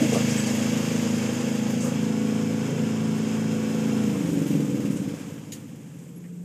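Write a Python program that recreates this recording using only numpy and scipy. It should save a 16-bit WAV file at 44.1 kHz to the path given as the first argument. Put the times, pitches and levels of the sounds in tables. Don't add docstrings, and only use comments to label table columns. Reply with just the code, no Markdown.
import sys
import numpy as np
from scipy import signal
from scipy.fft import rfft, irfft
from scipy.io import wavfile
from scipy.ndimage import uniform_filter1d

SR = 44100
rng = np.random.default_rng(int(sys.argv[2]) if len(sys.argv) > 2 else 0)


def amplitude_ratio(level_db):
    exponent = np.asarray(level_db, float) / 20
    return 10 ** exponent


def master_out(mix):
    frames = np.transpose(np.atleast_2d(mix))
    ceiling = np.clip(frames, -1, 1)
    pcm = np.round(ceiling * 32767).astype(np.int16)
    wavfile.write(sys.argv[1], SR, pcm)


N = 284004

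# [t/s, engine cycle rate/Hz]
GOVERNED = [(0, 26.6), (.14, 26.8), (.4, 26.35), (.66, 27.2), (.9, 26.9), (1.1, 26.5), (1.5, 26.95),
            (1.88, 27.3), (2.06, 27.1), (2.5, 27.33), (2.7, 27.6), (2.88, 27.36), (3.85, 27.4),
            (4.0, 27.05)]
# [t/s, engine cycle rate/Hz]
COASTDOWN = [
    (4.15, 25.9),
    (4.55, 21.45),
    (4.7, 20.15),
    (5.0, 17.3),
]
SLOWING_PER_S = 10
CUT_S, BURN_OUT_S, STALL_S = 3.98, 0.25, 5.12
TURN_S, TURN_LENGTH_S, WAY_BEFORE, WAY_AFTER = 1.976, 0.21, 0.11, 1
SHADED_DB = -3

# [t/s, level/dB]
EXHAUST = [(0, -23.5), (.35, -23), (1.7, -26), (3.7, -27.5), (4.15, -24), (4.28, -19.5), (4.38, -19),
           (4.46, -20.5), (4.56, -17), (4.66, -23), (4.73, -20), (4.88, -20.5), (5.0, -22.5), (5.14, -26.5),
           (5.22, -34), (5.32, -31), (5.62, -40.5), (6.44, -56)]
# [order, level/dB]
ORDERS_EARLY = [(1, -63), (2, -72), (3, -67), (4, -11), (5, -5), (6, -5), (7, -13.5), (8, -1), (9, -1),
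                (10, -12.5), (11, -14), (12, -10.5), (13, -22.5), (14, -28.5), (15, -19.5), (16, -18.5),
                (17, -12), (18, -9.5), (19, -25), (20, -14), (21, -18.5), (22, -54), (23, -64), (24, -17),
                (25, -30), (26, -38), (27, -44), (28, -52), (29, -31), (30, -22.5)]
# [order, level/dB]
ORDERS_LATE = [(1, -60), (2, -50), (3, -47), (4, -7.5), (5, -6.5), (6, -2), (7, -20.5), (8, 1.5), (9, -9),
               (10, -2), (11, -52), (12, -13.5), (13, -18), (14, -12.5), (15, -13.5), (16, -13.5),
               (17, -64), (18, -7.5), (19, -22.5), (20, -34), (21, -25.5), (22, -47), (23, -65), (24, -66),
               (25, -24), (26, -22), (27, -35), (28, -38), (29, -31), (30, -28)]
FIRING_LEAD = .08
# [t/s, f/Hz, level/dB, length/s]
WALL_ECHOES = [(0, 214, -5, .04), (.53, 160, -18, .13), (.4, 238, -3, .05), (.87, 215, -4, .08),
               (.85, 242, -4, .06), (1.06, 160, -8, .05), (1.27, 160, -8, .05), (1.26, 240, -4, .08),
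               (1.37, 215, -10, .06), (1.5, 108, -6, .12), (1.64, 161, -11, .045), (1.95, 135, 5, .12),
               (1.5, 135, -3, .25), (1.65, 270, 4, .15), (1.65, 243, -2, .15), (1.53, 163, 3, .05),
               (.2, 108, 4, .12), (1.98, 270, 5, .08), (1.88, 218, -3, .1), (2.2, 136, -11, .2),
               (2.72, 220, -10, .07), (2.77, 276, -13, .05), (2.66, 496, -10, .05), (2.8, 247, 6, .08),
               (2.78, 138, 6, .1), (4.0, 244, 6, .1), (4.02, 163, -5, .12), (1.3, 270, 3, .1),
               (.45, 265, -8, .1), (.45, 106, -4, .1), (.45, 477, -6, .08), (1.72, 190, 11, .2),
               (1.72, 216, 2, .15), (1.0, 135, -3, .2), (.85, 350, 6, .2), (.8, 377, 9, .2),
               (.85, 458, 5, .2), (1.27, 350, 7, .2), (2.3, 542, 9, .25), (2.3, 244, 4, .25),
               (2.72, 408, 7, .08), (3.7, 352, 6, .25), (3.7, 380, 3, .25), (.8, 270, 4, .15),
               (.4, 297, 6, .15), (1.7, 378, 4, .2)]
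# [f/Hz, level/dB]
STRONG_PITCHES = [(162, 0.5), (216, 3), (243, 3.5)]
ECHO_WIDTH_HZ = 12
# [f/Hz, level/dB per Hz]
RUMBLE = [(15, -86), (25, -60), (54, -44), (72, -49), (102, -15.5), (172, -7.5), (230, -4), (310, -12),
          (380, -23), (500, -14), (650, -51), (1100, -100)]

# [f/Hz, width/Hz, level/dB]
MUFFLER = [(63, 9, -19.5), (135, 14, -20), (152, 11, -13), (180.5, 14, -11), (208, 12, -11), (287, 16, -8),
           (318, 18, -11), (390, 12, -17), (450, 16, -17), (490, 14, -14), (560, 20, -19)]
# [delay t/s, level/dB]
PUFF_ECHOES = [
    (0, 0),
    (.0071, -3),
    (.0142, -10),
    (.0247, -10),
    (.0287, -6.5),
    (.039, -12),
    (.0535, -14),
]
PUFF_HZ, PUFF_S, PUFF_AT = 240, .002, .23
PUFF_DB, PUFF_FADE_DB_PER_S = -7.5, -23
# [order, level/dB against puffs, ring f/Hz, width/Hz]
COAST_ORDERS = [(7, -6.5, 167, 46.3), (10, -14, 208, 20), (11, -6, 197, 20), (12, -3.5, 290, 15),
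                (14, -8, 280, 14), (17, -5.5, 326, 17), (18, -11.5, 465, 28), (16, -17, 385, 14)]

# [f/Hz, level/dB per Hz]
DRONE = [(210, -47), (350, -19), (400, -13), (490, -7.5), (620, -16.5), (700, -18), (1290, -21),
         (1600, -23), (2080, -47), (3500, -110)]
# [f/Hz, level/dB per Hz]
HISS = [(530, -12.5), (900, 0), (1310, -11), (1650, 0), (1860, -1.5), (2230, 1), (2440, -0.5), (2700, 0.5),
        (3270, -2), (3800, -7.5), (4380, -10), (5040, -5.5), (5800, -5.5), (6960, -1.5), (10000, -19.5),
        (13000, -21), (22000, -120)]
# [f/Hz, level/dB per Hz]
FIZZ = [(4710, -20.5), (8000, -5.5), (9550, -12.5), (13700, -12.5), (14600, -15), (15200, -20)]
# [early f/Hz, late f/Hz, width/Hz, early level/dB, late level/dB against hiss]
PANELS = [(2244, 2290, 29, -18, -14.5), (2716, 2680, 114, -13, -14), (1670, 1600, 220, -20, -14.5),
          (3255, 3170, 61, -16.5, -15.5), (5180, 5190, 140, -17, -14), (4770, 4800, 180, -14, -26),
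          (6350, 6380, 150, -12, -20), (6920, 6400, 92, -10, -61), (7560, 7500, 390, -18, -28)]
# [f/Hz at full speed, level/dB]
WHINES = [(877.5, -58), (931.3, -76), (958.2, -62), (985.1, -62), (1093, -68), (1120, -58), (1367, -59.5),
          (1394, -63), (1475, -58.5)]
DRONE_DB, HISS_DB, FIZZ_DB = -36.5, -33, -45
PARKED_S, AWAY_DB = 2.17, -8.5
FULL_SPEED, SPIN_DB, SPIN_POWER, REST_DB = 29.5, -35, 2.21, -22
STALL_DROP_S, STALL_DROP_DB = 5.26, -2
FIZZ_AWAY, FIZZ_SPIN = 1.2, 0.41
BELT_S, BELT_LENGTH_S, BELT_DB = 4.48, 0.62, 6
WHEEZE, WHEEZE_AT, WHEEZE_LENGTH = .7, .3, .2

# [t/s, level/dB, length/s, centre f/Hz, width/octaves]
RATTLES = [(0.127, -35.5, 0.057, 6130, 0.7), (0.0, -30, 0.067, 490, 0.52), (0.014, -19.5, 0.037, 290, 0.22),
           (0.118, -27, 0.032, 527, 0.5), (0.146, -25, 0.039, 527, 0.52), (1.834, -44, 0.057, 1170, 0.31),
           (0.141, -38.5, 0.056, 1160, 0.19), (1.62, -45.5, 0.11, 810, 0.1), (1.802, -38, 0.24, 510, 0.13),
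           (2.703, -37.5, 0.18, 480, 0.29), (0.29, -36, 0.053, 6160, 0.49), (0.46, -36, 0.047, 6350, 0.5),
           (0.544, -43, .03, 10000, 1.5), (1.698, -45, 0.032, 10000, 1.4), (1.802, -39.5, 0.1, 6900, 0.42),
           (1.84, -47, 0.06, 9260, 1.2), (4.467, -46, 0.051, 9030, 1.3), (4.899, -52, 0.1, 7700, 0.9),
           (4.96, -44, 0.028, 7300, 0.34), (5.043, -59, 0.033, 7560, 1.5), (5.183, -52, 0.027, 7003, 1.5),
           (5.754, -59, 0.015, 7300, 1.1), (5.984, -56, .02, 7000, 0.52), (6.237, -58, 0.032, 2080, .4)]
# [t/s, level/dB, t60/s]
LATCH = (5.519, -38, 0.14)
# [f/Hz, level/dB per Hz]
LATCH_COLOUR = [(710, -45), (1200, -21), (1450, -38), (1600, -17), (2000, -12.5), (5370, -15), (6780, -8.5),
                (7950, -13), (15200, -19)]
# [f/Hz, level/dB, t60/s]
LATCH_RINGS = [(6550, 0, 0.035), (6900, 4.5, 0.036), (4760, -6, 0.04), (5730, -16, 0.04), (1965, -18, 0.05),
               (3900, -4.5, 0.035), (2840, -7, 0.035), (8500, -17, .03)]
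# [delay t/s, level/dB]
LATCH_BOUNCES = [
    (0, -6),
    (.0025, 3),
    (.008, -9),
    (.0135, -3),
    (.0195, -9),
    (.024, -12),
    (.031, -13),
]
# [t/s, level/dB, length/s, start f/Hz, end f/Hz]
CHIPS = [
    (0.374, -32.5, 0.037, 8050, 7800),
    (0.414, -40, .02, 7950, 7860),
    (3.71, -62, .042, 14100, 14000),
    (3.745, -65, .018, 12400, 12500),
    (3.765, -65, .03, 11850, 11700),
    (6.158, -54, 0.033, 11250, 11300),
    (6.2, -70, 0.066, 11500, 11300),
]

# [order, level/dB]
FAR_ORDERS = [(1, -57), (2, -62), (3, -53), (4, -54), (5, -25), (6, -22), (7, -19), (8, -9.5), (9, -24),
              (10, -5), (11, -2.5), (12, -3), (13, -5), (14, -26), (15, -5.5), (16, -9.5), (17, -12.5),
              (18, -7.5), (19, -12), (20, -7), (21, -11), (22, -8), (23, -17), (24, -19), (25, -23),
              (26, -28)]
FAR_HZ = 13.45
FAR_DB, FAR_LATE_DB = -40, -47.5
FAR_RING_DB, FAR_RING_LATE_DB = -4, 9.5
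# [f/Hz, level/dB per Hz]
YARD = [(15, -70), (25, -40), (53, -44), (168, 5), (214, -12), (272, -5), (320, 4), (715, -21), (1690, -33),
        (2590, -31), (4200, -50), (7370, -19), (9640, -49), (12600, -44), (15200, -55)]
YARD_DB = -53.5


def evened(x):
    return x / np.sqrt(np.mean(x ** 2) + 1e-20)


def read(points, hz):
    f, value = np.transpose(points)
    return np.interp(np.log(hz + 1), np.log(f + 1), value)


def curve(rows):
    s, value = np.transpose(rows)
    return np.interp(np.arange(N) / SR, s, value)


def ramp(start, length):
    u = np.clip((np.arange(N) / SR - start) / length, 0, 1)
    return u * u * (3 - 2 * u)


def wander(count, rate_hz):
    t = np.arange(0, N / SR + .02, .01)
    f = np.geomspace(0.0995 * rate_hz, rate_hz, 16)[:, None]
    rows = []
    for _ in range(count):
        waves = np.sin(2 * np.pi * (f * t + rng.random(f.shape))) / np.sqrt(f)
        rows.append(np.interp(np.arange(N) / SR, t, evened(waves.sum(0))))
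    return rows


def noise(spectrum, patchy_db, size=1024):
    hz = np.fft.rfftfreq(size, 1 / SR)
    a, b, patches = rng.standard_normal((N * 4 // size + 5, len(hz), 3)).T
    patches = evened(uniform_filter1d(uniform_filter1d(patches, 10, 0), 10, 1))
    z = (a + 1j * b) * amplitude_ratio(read(spectrum, hz)[:, None] + patchy_db * patches)
    return evened(signal.istft(z, nperseg=size, noverlap=size * 3 // 4)[1][:N])


def resonate(x, hz, width):
    turn = np.exp(2j * np.pi * np.cumsum(hz) / SR)
    r = np.exp(-np.pi * width / SR)
    return 2 * (turn * signal.lfilter([(1 - r) ** 2], [1, -2 * r, r * r], x / turn)).real


def add(mix, s, sound):
    part = mix[round(s * SR):][:len(sound)]
    part += sound[:len(part)]


def orders(turns, levels_db, scatter, drift_db, drift_rad, rate_hz):
    count = len(levels_db)
    drifts = np.array(wander(count=2 * count, rate_hz=rate_hz))[:, :len(turns)]
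    lags = .027 * np.clip(np.arange(count) - 7.5, -5, 5) ** 2 + scatter * rng.random(count)
    throb = np.zeros(len(turns))
    for k, db in enumerate(levels_db):
        phase = 2 * np.pi * ((k + 1) * turns + lags[k]) + drift_rad * drifts[2 * k + 1]
        throb -= amplitude_ratio(db + drift_db * drifts[2 * k]) * np.cos(phase)
    return throb


def speed():
    t = np.arange(N) / SR
    beyond = np.maximum(t - COASTDOWN[-1][0], 0)
    return np.maximum(curve(GOVERNED + COASTDOWN) - SLOWING_PER_S * beyond, 1)


def cycles(start=.33):
    return start + np.cumsum(speed()) / SR


def exhaust(turns, way):
    firing, exhaust_db = 1 - ramp(CUT_S, BURN_OUT_S), curve(EXHAUST)
    blast = turns + FIRING_LEAD
    lit = np.count_nonzero(firing)
    levels_db = []
    for (order, early), (_, late) in zip(ORDERS_EARLY, ORDERS_LATE):
        db = exhaust_db - 2.5 + (1 - way) * early + way * late + echo_db(order)
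        levels_db.append(db[:lit])
    fired = np.zeros(N)
    fired[:lit] = orders(blast[:lit], levels_db, scatter=.33, drift_db=.8, drift_rad=.2, rate_hz=1.5)

    gate = 1 + .7 * np.cos(2 * np.pi * blast)
    flow_db = -11.5 + (SHADED_DB * way - 6.5) * firing
    flow = amplitude_ratio(flow_db) * evened(gate * noise(RUMBLE, patchy_db=0.0, size=4096))
    puff_db = PUFF_DB + PUFF_FADE_DB_PER_S * np.maximum(np.arange(N) / SR - STALL_S, 0)
    pumped = np.sqrt(1 - firing) * amplitude_ratio(puff_db) * coasting(turns)
    return np.sqrt(firing) * fired + amplitude_ratio(exhaust_db) * (pumped + flow)


def echo_db(order):
    t, hz = np.arange(0, N / SR, .01), order * 27
    gain_db = np.zeros(len(t))
    for s, f, db, length in WALL_ECHOES:
        gain_db += db * np.exp(-((hz - f) / ECHO_WIDTH_HZ) ** 2) * np.exp(-((t - s) / length) ** 2)
    for f, db in STRONG_PITCHES:
        gain_db += db * np.exp(-((hz - f) / ECHO_WIDTH_HZ) ** 2)
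    return np.interp(np.arange(N) / SR, t, gain_db)


def coasting(turns):
    rate, glides = speed(), np.zeros(N)
    for (k, db, hz, width), d in zip(COAST_ORDERS, wander(count=len(COAST_ORDERS), rate_hz=5.0)):
        crossing = np.exp(-((k * rate - hz) / width) ** 2)
        glides += amplitude_ratio(db + 3 + 1.5 * d) * crossing * np.cos(2 * np.pi * k * turns + .3 * d)
    return amplitude_ratio(0.5) * pumping(turns) + glides


def pumping(turns):
    puffs, lead = np.zeros(N), 800
    at = np.flatnonzero(np.diff(np.floor(turns - PUFF_AT)) > 0)
    puffs[at] = amplitude_ratio(1.2 * rng.standard_normal(800)[:len(at)])
    t = (np.arange(9000) - lead) / SR
    ring = np.zeros(len(t))
    for s, db in PUFF_ECHOES:
        swing = np.cos(2 * np.pi * PUFF_HZ * (t - s) + .35)
        ring -= amplitude_ratio(db) * np.exp(-.5 * ((t - s) / PUFF_S) ** 2) * swing
    swell = (1 + np.tanh(t / PUFF_S)) / 2
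    for f, width, db in MUFFLER:
        ring -= swell * amplitude_ratio(db) * np.exp(-np.pi * width * t) * np.cos(2 * np.pi * f * t)
    low_cut = signal.butter(2, 108, "highpass", fs=SR, output="sos")
    return evened(signal.sosfiltfilt(low_cut, signal.oaconvolve(puffs, ring)[lead:lead + N]))


def casing(turns, way):
    drone_db, hiss_db, fizz_db = casing_db(way)
    firing = 1 - ramp(CUT_S, BURN_OUT_S)
    gate = 1 + (0.5 - 0.81 * way) * np.exp(-(turns % 1) / 0.077)
    gate += 0.046 * np.exp(-(2 * turns % 1) / 0.12)
    ticks = amplitude_ratio(0.25 * np.minimum(rng.exponential(1, N), 5)) * (rng.random(N) < 90 / SR)
    gate += 0.073 * signal.lfilter([1], [1, -np.exp(-1 / (0.027 * SR))], ticks)

    drone = amplitude_ratio(drone_db - 2.6) * evened(gate * noise(DRONE, patchy_db=1.3))
    hiss = evened(gate * noise(HISS, patchy_db=0.5, size=512))
    fizz = amplitude_ratio(fizz_db) * evened(gate * noise(FIZZ, patchy_db=2.0, size=512))
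    clatter = gate * rng.standard_normal(N)
    for panel, d in zip(PANELS, wander(count=len(PANELS), rate_hz=6.0)):
        early_hz, late_hz, width, early_db, late_db = panel
        sung = evened(resonate(clatter, early_hz + way * (late_hz - early_hz) + 25 * d, width))
        hiss += (0.4 + 0.65 * firing) * amplitude_ratio(early_db + way * (late_db - early_db)) * sung

    wheezing = ramp(CUT_S + 0.23, 0.27) - 1.1 * ramp(STALL_S, .2)
    breath = np.exp(-((turns - WHEEZE_AT) % 1) / WHEEZE_LENGTH) - WHEEZE_LENGTH
    wheeze = 1 + WHEEZE * wheezing * breath
    share, whines = turns / 27.37, np.zeros(N)
    for (f, db), d in zip(WHINES, wander(count=len(WHINES), rate_hz=5.0)):
        whines += amplitude_ratio(db + 3 + 2.5 * d) * np.sin(2 * np.pi * f * share + .9 * d)
    return drone + amplitude_ratio(hiss_db - 0.92) * np.sqrt(wheeze) * hiss + wheeze * fizz + way * firing * whines


def casing_db(way):
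    t = np.arange(N) / SR
    away_db = AWAY_DB * np.minimum(t / PARKED_S, 1)
    lost = np.clip(1 - speed() / FULL_SPEED, 0, 1)
    turning_db = SPIN_DB * lost ** SPIN_POWER + STALL_DROP_DB * ramp(STALL_DROP_S, 0.12)
    spin_db = 10 * np.log10(amplitude_ratio(2 * turning_db) + amplitude_ratio(2 * REST_DB))
    belt_db = BELT_DB * np.exp(-((t - BELT_S) / BELT_LENGTH_S) ** 2)
    drone_db = DRONE_DB + SHADED_DB * way + spin_db
    hiss_db = HISS_DB + away_db + spin_db
    fizz_db = FIZZ_DB + FIZZ_AWAY * away_db + FIZZ_SPIN * spin_db + belt_db
    return drone_db, hiss_db, fizz_db


def rattles():
    out, t = np.zeros(N), np.arange(8192) / SR
    f = np.fft.rfftfreq(len(t), 1 / SR)
    for s, db, length, hz, octaves in RATTLES:
        band = np.exp(-(np.log2((f + 1) / hz) / octaves) ** 2)
        burst = evened(irfft(rfft(rng.standard_normal(len(t))) * band))
        add(out, s, amplitude_ratio(db) * burst * np.minimum(t / 0.0048, 1) * np.exp(-(t / length) ** 2))
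    return out


def latch():
    s, db, t60 = LATCH
    t, out = np.arange(12000) / SR, np.zeros(N)
    colour = amplitude_ratio(read(LATCH_COLOUR, np.fft.rfftfreq(len(t), 1 / SR)))
    burst = evened(irfft(rfft(rng.standard_normal(len(t))) * colour))
    tail = amplitude_ratio(-60 * np.maximum(t - .015, 0) / t60) + amplitude_ratio(-13.0 - 60 * t / .6)
    add(out, s, amplitude_ratio(db - 3.5) * np.minimum(t / 0.0027, 1) * burst * tail)
    rings = sum(amplitude_ratio(g - 60 * t / ring) * np.sin(2 * np.pi * f * t) for f, g, ring in LATCH_RINGS)
    for delay, bounce_db in LATCH_BOUNCES:
        add(out, s + delay, amplitude_ratio(db + bounce_db - 1.0) * np.minimum(t / 0.0006, 1) * rings)
    return out


def chips():
    out = np.zeros(N)
    for s, db, length, start_hz, end_hz in CHIPS:
        t = np.arange(0, length, 1 / SR)
        husk = 1 + 0.15 * evened(uniform_filter1d(rng.standard_normal(6000), 80))[:len(t)]
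        tone = np.sin(2 * np.pi * np.cumsum(start_hz + (end_hz - start_hz) * t / length) / SR)
        add(out, s, amplitude_ratio(db) * husk * tone * signal.windows.tukey(len(t), .3))
    return out


def far_engine():
    far_db = FAR_DB + ramp(4.91, 1.65) * (FAR_LATE_DB - FAR_DB)
    ring_db = FAR_RING_DB + ramp(5.53, 1.0) * (FAR_RING_LATE_DB - FAR_RING_DB)
    levels_db = [ring_db if order == 13 else db for order, db in FAR_ORDERS]
    turns = FAR_HZ * np.arange(N) / SR
    idle = orders(turns, levels_db, scatter=0.91, drift_db=2.5, drift_rad=0.12, rate_hz=2.48)
    return amplitude_ratio(far_db) * (idle + amplitude_ratio(-4.0) * noise(RUMBLE, patchy_db=5.0, size=4096))


def yard_air():
    return amplitude_ratio(YARD_DB) * noise(YARD, patchy_db=1.6)


def scene():
    turned = ramp(TURN_S - TURN_LENGTH_S / 2, TURN_LENGTH_S)
    turns, way = cycles(), WAY_BEFORE + (WAY_AFTER - WAY_BEFORE) * turned
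    tractor = exhaust(turns, way) + casing(turns, way)
    events = rattles() + latch() + chips()
    return (tractor + events + far_engine() + yard_air())[None]


def top_cut(x):
    return signal.sosfilt(signal.butter(12, 15360, fs=SR, output="sos"), x)


def record(dry):
    edge = signal.firwin(511, 15400, window=("kaiser", 9), fs=SR)
    mix = signal.oaconvolve(dry, edge[None], "same")
    return top_cut(mix)


dry = scene()
out = record(dry)
master_out(out)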